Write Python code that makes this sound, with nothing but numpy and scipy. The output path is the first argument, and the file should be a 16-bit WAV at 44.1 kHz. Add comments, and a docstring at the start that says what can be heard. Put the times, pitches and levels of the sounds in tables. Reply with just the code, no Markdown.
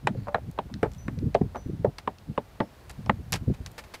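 """An outdoor deck of loose wooden boards, with a horse walking across it close to the microphone.
Each hoof sounds a hollow, falling knock over the wood; boards clap back or sink and boom.
The horse steps off onto ground where grit ticks and crunches; tack pings and rubs faintly.
Low gusts buffet the microphone, and a quiet hiss lies far behind it all."""
import sys
import numpy as np
from scipy import signal
from scipy.fft import rfft, irfft
from scipy.io import wavfile

SR = 44100
rng = np.random.default_rng(int(sys.argv[2]) if len(sys.argv) > 2 else 0)


def unload_wav(signal):
    """Save mono or channel-first audio to the path in sys.argv[1] as 16-bit WAV at rate SR, clipped to [-1, 1]."""
    wavfile.write(
        sys.argv[1],
        SR,
        np.round(np.clip(np.atleast_2d(signal).T, -1, 1) * 32767).astype(np.int16),
    )


N = 176400
T = np.arange(N) / SR
AGE = T[:SR // 3]  # time since an event

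# distant outdoor hiss: t/s, relative level/dB
HISS_LEVELS = [(0.0, -60.5), (1.1, -59.5), (2.14, -60), (2.94, -57), (3.23, -59.5), (4.0, -56)]
# its spectrum: f/Hz, relative level/dB
HISS_COLOUR = [(25, -10), (200, 4.5), (700, 2.5), (1200, -3), (2000, -6.5), (3200, -11), (4400, -12),
               (6000, -17), (9000, -20), (15500, -21)]
# steady wind at the microphone: t/s, relative level/dB
RUMBLE_LEVELS = [(0, -53), (.35, -48.5), (.58, -49.5), (.9, -42), (1.4, -44), (1.95, -51.5), (2.8, -54.5),
                 (3.05, -44.5), (3.3, -43), (3.65, -46), (4, -59.5)]
# gusts on the microphone: peak t/s, Gaussian width/s, relative level/dB, flutter f/Hz
GUSTS = [(0.053, 0.013, -31, 131), (0.109, 0.022, -30, 187.9), (0.157, 0.0071, -24.5, 126.2),
         (0.184, 0.012, -28.5, 135.2), (0.224, 0.028, -37, 104), (0.437, 0.016, -37, 92.3),
         (0.487, 0.011, -31, 131), (0.663, 0.0056, -34, 122.8), (0.749, 0.026, -34, 200),
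         (1.067, 0.012, -38.5, 128.4), (1.127, 0.028, -35.5, 187.4), (1.182, 0.008, -27, 121.9),
         (1.23, 0.012, -24.5, 187.7), (1.268, 0.019, -24, 142), (1.448, 0.016, -26.5, 111.3),
         (1.666, 0.0064, -27, 119), (1.697, 0.0073, -27, 246), (1.735, 0.014, -29, 132.4),
         (1.812, 0.025, -32.5, 161.9), (1.885, 0.0081, -25, 145.2), (2.301, 0.015, -30.5, 151.6),
         (2.999, 0.01, -31.5, 160.9), (3.075, 0.02, -36.5, 121), (3.14, 0.02, -36.5, 93.5),
         (3.201, 0.012, -33.5, 69.2), (3.351, 0.019, -28.5, 108), (3.425, 0.012, -29.5, 90),
         (3.502, 0.016, -20.5, 145), (3.614, 0.0081, -33, 69)]
# spectra of steady wind, gusts and the brighter flurry of strong gusts: f/Hz, relative level/dB
RUMBLE_COLOUR = [(20, -17), (50, 11), (90, 8), (200, -1.5), (400, -36), (900, -45.5)]
GUST_COLOUR = [(25, -50), (55, -2), (110, 1), (200, -2.5), (300, -9), (450, -25.5), (700, -38.5),
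               (1400, -104.5)]
FLURRY_COLOUR = [(60, -24), (250, -12), (450, 14), (700, -19), (1400, -80)]
# metal rings on the tack: t/s, f/Hz, level/dB, overtone level/dB
TACK_PINGS = [(.918, 6002, -74, -68), (0.983, 6002, -53, -67), (1.568, 5990, -54, -70),
              (2.619, 5370, -64, -82)]
# grit, buckles and the sharp crack of some hoof knocks tick: t/s, level/dB, centre f/Hz
TICKS = [(0.0715, -34, 3960), (.513, -50.5, 7000), (.740, -33, 2480), (0.917, -46, 4080), (.935, -45, 4100),
         (0.948, -49.5, 4200), (1.189, -41, 2740), (1.3454, -31.5, 2400), (1.416, -21.5, 507),
         (1.9839, -27.5, 2470), (2.185, -43.5, 2570), (2.6053, -40, 1820), (2.896, -38.5, 5450),
         (2.912, -44, 6000), (3.061, -38.5, 3060), (3.3225, -21.5, 6700), (3.3292, -17.5, 3230),
         (3.338, -21, 3940), (3.355, -29, 2480), (3.662, -30, 3800), (3.716, -45.5, 8300)]
# saddle and jacket rub, hooves crush grit, hooves skim boards: t/s, hold/s, level/dB
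RUSTLES = [(.165, 0.094, -61)]
CRUNCHES = [(1.984, .002, -39.5), (2.895, 0.013, -45.5), (3.324, 0.012, -32.5), (3.339, 0.0073, -34),
            (3.356, 0.0019, -34.5), (3.538, 0.0084, -49), (3.661, 0.0085, -46), (3.779, 0.016, -38.5),
            (3.838, .008, -48.5), (3.938, .013, -38)]
SCUFFS = [(.271, 0.01, -38.5), (.282, 0.0088, -32.5), (.32, 0.07, -48.5), (.577, 0.0021, -35.5),
          (.697, 0.003, -47), (.843, 0.019, -33.5), (1.547, 0.021, -34.5), (3.062, 0.0032, -42)]
# spectra of those three: f/Hz, relative level/dB
RUSTLE_COLOUR = [(2000, -1.5), (3500, -13), (4400, -0.5), (5500, -17), (9000, -21)]
CRUNCH_COLOUR = [(300, 5.5), (700, 13), (1500, 8), (2500, 8.5), (3400, 1), (4700, 3.5), (6500, -4),
                 (11000, -8), (15500, -16)]
SCUFF_COLOUR = [(300, -8), (560, 3), (850, 2), (1300, -7), (1900, -18.5), (2800, -29), (8000, -50)]
# a board sinks under the weight: t/s, f/Hz, relative level/dB
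BOARD_THUMPS = [(.149, 146, -26), (1.082, 151, -17), (1.411, 171.6, -5.5), (1.849, 121, -44),
                (3.477, 117.6, -8.5), (3.497, 159, -14.5)]
# its modes: frequency ratio, relative level/dB, t60/s
THUMP_MODES = [(1, 4.5, 0.032), (1.5, 0.5, 0.03), (2.3, -3.5, 0.03), (4.3, -16, 0.031)]
# a hoof rocks onto its toe, or a loose board claps back: t/s, f/Hz, level/dB, t60/s
BOARD_CLAPS = [(.149, 535, -36, 0.057), (.29, 587, -35, 0.25), (.3575, 669, -20.5, 0.031),
               (0.3833, 624, -25, 0.014), (.8335, 774, -20.5, 0.018), (0.86, 430, -24, 0.055),
               (1.353, 867, -13.5, .02), (2.3817, 435, -19.5, 0.043), (2.6064, 338, -17.5, 0.031),
               (2.6085, 880, -18, 0.046), (3.0975, 539, -20, 0.05)]
# upper modes of a clap: frequency ratio, relative level/dB
CLAP_MODES = [(1.31, -12), (1.72, -18.5), (2.25, -33)]
# hoof on boards: t/s, nominal hollow f/Hz, relative hollow level/dB, ring time factor,
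# then relative level/dB in each of the five wood bands
HOOF_KNOCKS = [ (0.071, 818, -14.5, .8, -47, -31.5, -26, -31.5, -32.5),
               (0.3447, 663, -20, 0.9, -39, -30.5, -25.5, -40, -46),
               (0.5873, 958, -21, .8, -41.5, -34, -39, -41.5, -51),
               (0.8292, 520, -17, 1.0, -28.5, -26.5, -31.5, -43.5, -37.5),
               (1.0808, 1220, -42, .8, -45, -48, -39.5, -51.5, -50),
               (1.348, 648, -12, 0.95, -37.5, -25, -40.5, -37.5, -40.5),
               (1.557, 866, -31.5, 1.1, -48, -40, -51.5, -54, -51),
               (1.8460, 465, -15.5, 1.0, -35.5, -27, -44, -55, -53.5),
               (2.0746, 1014, -20, .8, -39, -33, -36.5, -45, -50),
               (2.3768, 974, -20, .8, -37, -34.5, -40, -42, -49),
               (2.6020, 1052, -29.5, 1.0, -32, -29, -34, -41.5, -50),
               (3.0949, 1011, -16, .6, -26.5, -29, -22, -35.5, -44)]
# thud, wood, clack, crack and click bands: low f/Hz, high f/Hz, hold/s, tail level/dB, nominal t60/s
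WOOD_BANDS = [(90.5, 324, 0.0077, 1.5, 0.15), (376, 861, 0.0082, 2, 0.092),
              (804, 2130, 0.00437, -5.5, 0.072), (1630, 4020, 0.003, -6, 0.061),
              (4100, 10200, 0.00054, -23, 0.069)]


def from_db(db):
    """Decibels to gain."""
    return 10 ** (np.asarray(db) / 20)


def rms_one(x):
    """Scale to rms 1."""
    return x / np.sqrt(np.mean(x ** 2) + 1e-20)


def fade(t60):
    """Exponential decay, 60 dB down after t60 seconds."""
    return from_db(-60 * AGE / t60)


def sine(hz, phase_turns=0):
    """One undamped mode, an event long."""
    return np.sin(2 * np.pi * (hz * AGE + phase_turns))


def add(out, s, sound):
    """Mix a sound in at time s."""
    i = max(int(s * SR), 0)
    out[i:i + len(sound)] += sound[:N - i]


def band(x, low, high, order=2):
    """Causal band-pass."""
    sos = signal.butter(order, [low, min(high, .45 * SR)], "band", fs=SR, output="sos")
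    return signal.sosfilt(sos, x)


def coloured(x, colour):
    """Give a steady signal a spectrum; rms 1."""
    hz, db = np.transpose(colour)
    f = np.maximum(np.fft.rfftfreq(len(x), 1 / SR), 1)
    gain = from_db(np.interp(np.log(f), np.log(hz), db))
    return rms_one(irfft(rfft(x) * gain, len(x)))


def distant_hiss(gain_db=2.5):
    """Smooth hiss from far off, drifting a little in level."""
    level = from_db(gain_db + np.interp(T, *np.transpose(HISS_LEVELS)))
    return level * coloured(rng.standard_normal(N), HISS_COLOUR)


def wind(waver_hz=41.5, waver_depth=.25, eddy_db=-2.5, turbulence_db=-4, flurry_db=-.5, rumble_db=1.5):
    """Gusts flutter on the microphone over a steady rumble; the strong ones are brighter."""
    gust_noise, flurry_noise, rumble_noise, waver_noise = rng.standard_normal((4, N))
    pace = 1 + waver_depth * rms_one(band(waver_noise, waver_hz / 2, waver_hz * 2))
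    clock = np.cumsum(pace) / SR
    eddies, power = np.zeros((2, N))
    for s, width, db, hz in GUSTS:
        swell = from_db(db) * np.exp(-.5 * ((T - s) / width) ** 2)
        eddies += swell * np.sqrt(2) * np.sin(2 * np.pi * hz * clock)
        power += swell ** 2
    force = np.sqrt(power)
    turbulence = from_db(turbulence_db) * force * coloured(gust_noise, GUST_COLOUR)
    flurry = from_db(flurry_db) * force ** 1.76 * coloured(flurry_noise, FLURRY_COLOUR)
    rumble_level = from_db(rumble_db + np.interp(T, *np.transpose(RUMBLE_LEVELS)))
    rumble = rumble_level * coloured(rumble_noise, RUMBLE_COLOUR)
    return from_db(eddy_db) * eddies + turbulence + flurry + rumble


def tack(beat_hz=82.5, twin_db=-8, overtone_ratio=2.064):
    """A small metal ring sounds two close, beating modes and an overtone."""
    out = np.zeros(N)
    for s, hz, db, overtone_db in TACK_PINGS:
        pair = (sine(hz) + from_db(twin_db) * sine(hz - beat_hz)) * fade(t60=.35)
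        overtone = sine(hz * overtone_ratio) * fade(t60=.23)
        add(out, s, from_db(db) * pair + from_db(overtone_db) * overtone)
    return out


def ticks(tail_db=-24):
    """Grit, buckles and hoof cracks give sharp snaps, two octaves wide, with a faint tail."""
    out = np.zeros(N)
    envelope = fade(t60=.0093) + from_db(tail_db) * fade(t60=.1)
    for s, db, hz in TICKS:
        snap = rms_one(band(rng.standard_normal(len(AGE)), hz / 2, hz * 2, order=3))
        add(out, s, from_db(db) * snap * envelope)
    return out


def friction(strokes, colour, grains_per_s, attack_s=.00069, release_t60=.056, spread_db=3.5):
    """Many tiny grains catch and give way while two surfaces press together."""
    pressure = np.zeros(N)
    attack = np.minimum(AGE / attack_s, 1)
    for s, hold_s, db in strokes:
        release_db = -60 * np.maximum(AGE - hold_s, 0) / release_t60
        add(pressure, s, from_db(db + release_db) * attack)
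    catches = (rng.random(N) < grains_per_s / SR) * rng.choice([-1, 1], N)
    sizes = from_db(spread_db * np.minimum(rng.exponential(1, N), 4))
    return pressure * coloured(catches * sizes, colour)


def board_thumps(attack_s=.0032):
    """A loose board is pressed down softly and booms."""
    out = np.zeros(N)
    attack = 1 - np.exp(-(AGE / attack_s) ** 2)
    for s, hz, db in BOARD_THUMPS:
        boom = sum(from_db(mode_db) * sine(hz * ratio, rng.random()) * fade(t60)
                   for ratio, mode_db, t60 in THUMP_MODES)
        add(out, s, from_db(db) * boom * attack)
    return out


def board_claps(attack_s=.00028):
    """A light blow sets one board ringing; its higher modes die first."""
    out = np.zeros(N)
    attack = np.minimum(AGE / attack_s, 1)
    for s, hz, db, t60 in BOARD_CLAPS:
        ring = sine(hz) * fade(t60)
        for ratio, mode_db in CLAP_MODES:
            ring += from_db(mode_db) * sine(hz * ratio, rng.random()) * fade(t60 / ratio)
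        add(out, s, from_db(db) * ring * attack)
    return out


def reflected(x, delay_s=.01, echo_db=-18):
    """A sound reaches the microphone directly, then as one dull early reflection."""
    dull = band(x, 110, 1070, order=1)
    return x + from_db(echo_db) * np.interp(T - delay_s, T, dull, left=0)


def wood_vibration(low, high):
    """Dense vibration in one band, with a nearly even amplitude."""
    noise = band(rng.standard_normal(2 * len(AGE)), low, high)
    even = np.cos(np.angle(signal.hilbert(noise)))
    return rms_one(band(even, low, high, order=3)[len(AGE):])  # once the filters have settled


def hoof_contact(hold_s, tail_db, t60, attack_s, release_s=.00047, yard_db=-49):
    """Envelope of a hoof pressing briefly, the boards ringing out and the yard answering faintly."""
    attack = np.minimum(AGE / attack_s, 1)
    press = np.exp(-np.maximum(AGE - hold_s, 0) / release_s)
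    tail = from_db(tail_db) * fade(t60) + from_db(yard_db) * fade(t60=.58)
    return attack * np.maximum(press, tail)


def hoof_knocks(wood_db=6, hollow_db=-1, start_ratio=1.306, end_ratio=.75, sag_s=.0057):
    """The hoof's hollow sounds a short note over the broad knock of wood; firm boards ring less."""
    out = np.zeros(N)
    sag = end_ratio + (start_ratio - end_ratio) * np.exp(-AGE / sag_s)  # pitch falls as the hoof seats
    clock = np.cumsum(sag) / SR
    for s, hz, note_db, ring_factor, *band_levels in HOOF_KNOCKS:
        note = np.sin(2 * np.pi * hz * clock)
        envelope = hoof_contact(hold_s=.00654, tail_db=8.5, t60=ring_factor * .039, attack_s=.003)
        add(out, s, from_db(note_db + hollow_db) * note * envelope)
        for db, (low, high, hold_s, tail_db, t60) in zip(band_levels, WOOD_BANDS):
            envelope = hoof_contact(hold_s, tail_db, ring_factor * t60, attack_s=.0014)
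            add(out, s, from_db(db + wood_db) * wood_vibration(low, high) * envelope)
    return out


def scene():
    """One microphone: the horse close by, wind on the capsule, hiss in the distance."""
    boards = reflected(hoof_knocks()) + board_claps() + board_thumps()
    scuffs = friction(SCUFFS, SCUFF_COLOUR, grains_per_s=2700)
    grit = friction(CRUNCHES, CRUNCH_COLOUR, grains_per_s=9000) + ticks()
    rider = tack() + friction(RUSTLES, RUSTLE_COLOUR, grains_per_s=2700)
    return (boards + scuffs + grit + rider + wind() + distant_hiss())[None]


def record(dry, cutoff_hz=15500):
    """A steep low-pass cuts the top off the microphone signal."""
    return signal.sosfilt(signal.ellip(10, .1, 80, cutoff_hz, fs=SR, output="sos"), dry)


dry = scene()
out = record(dry)
unload_wav(out)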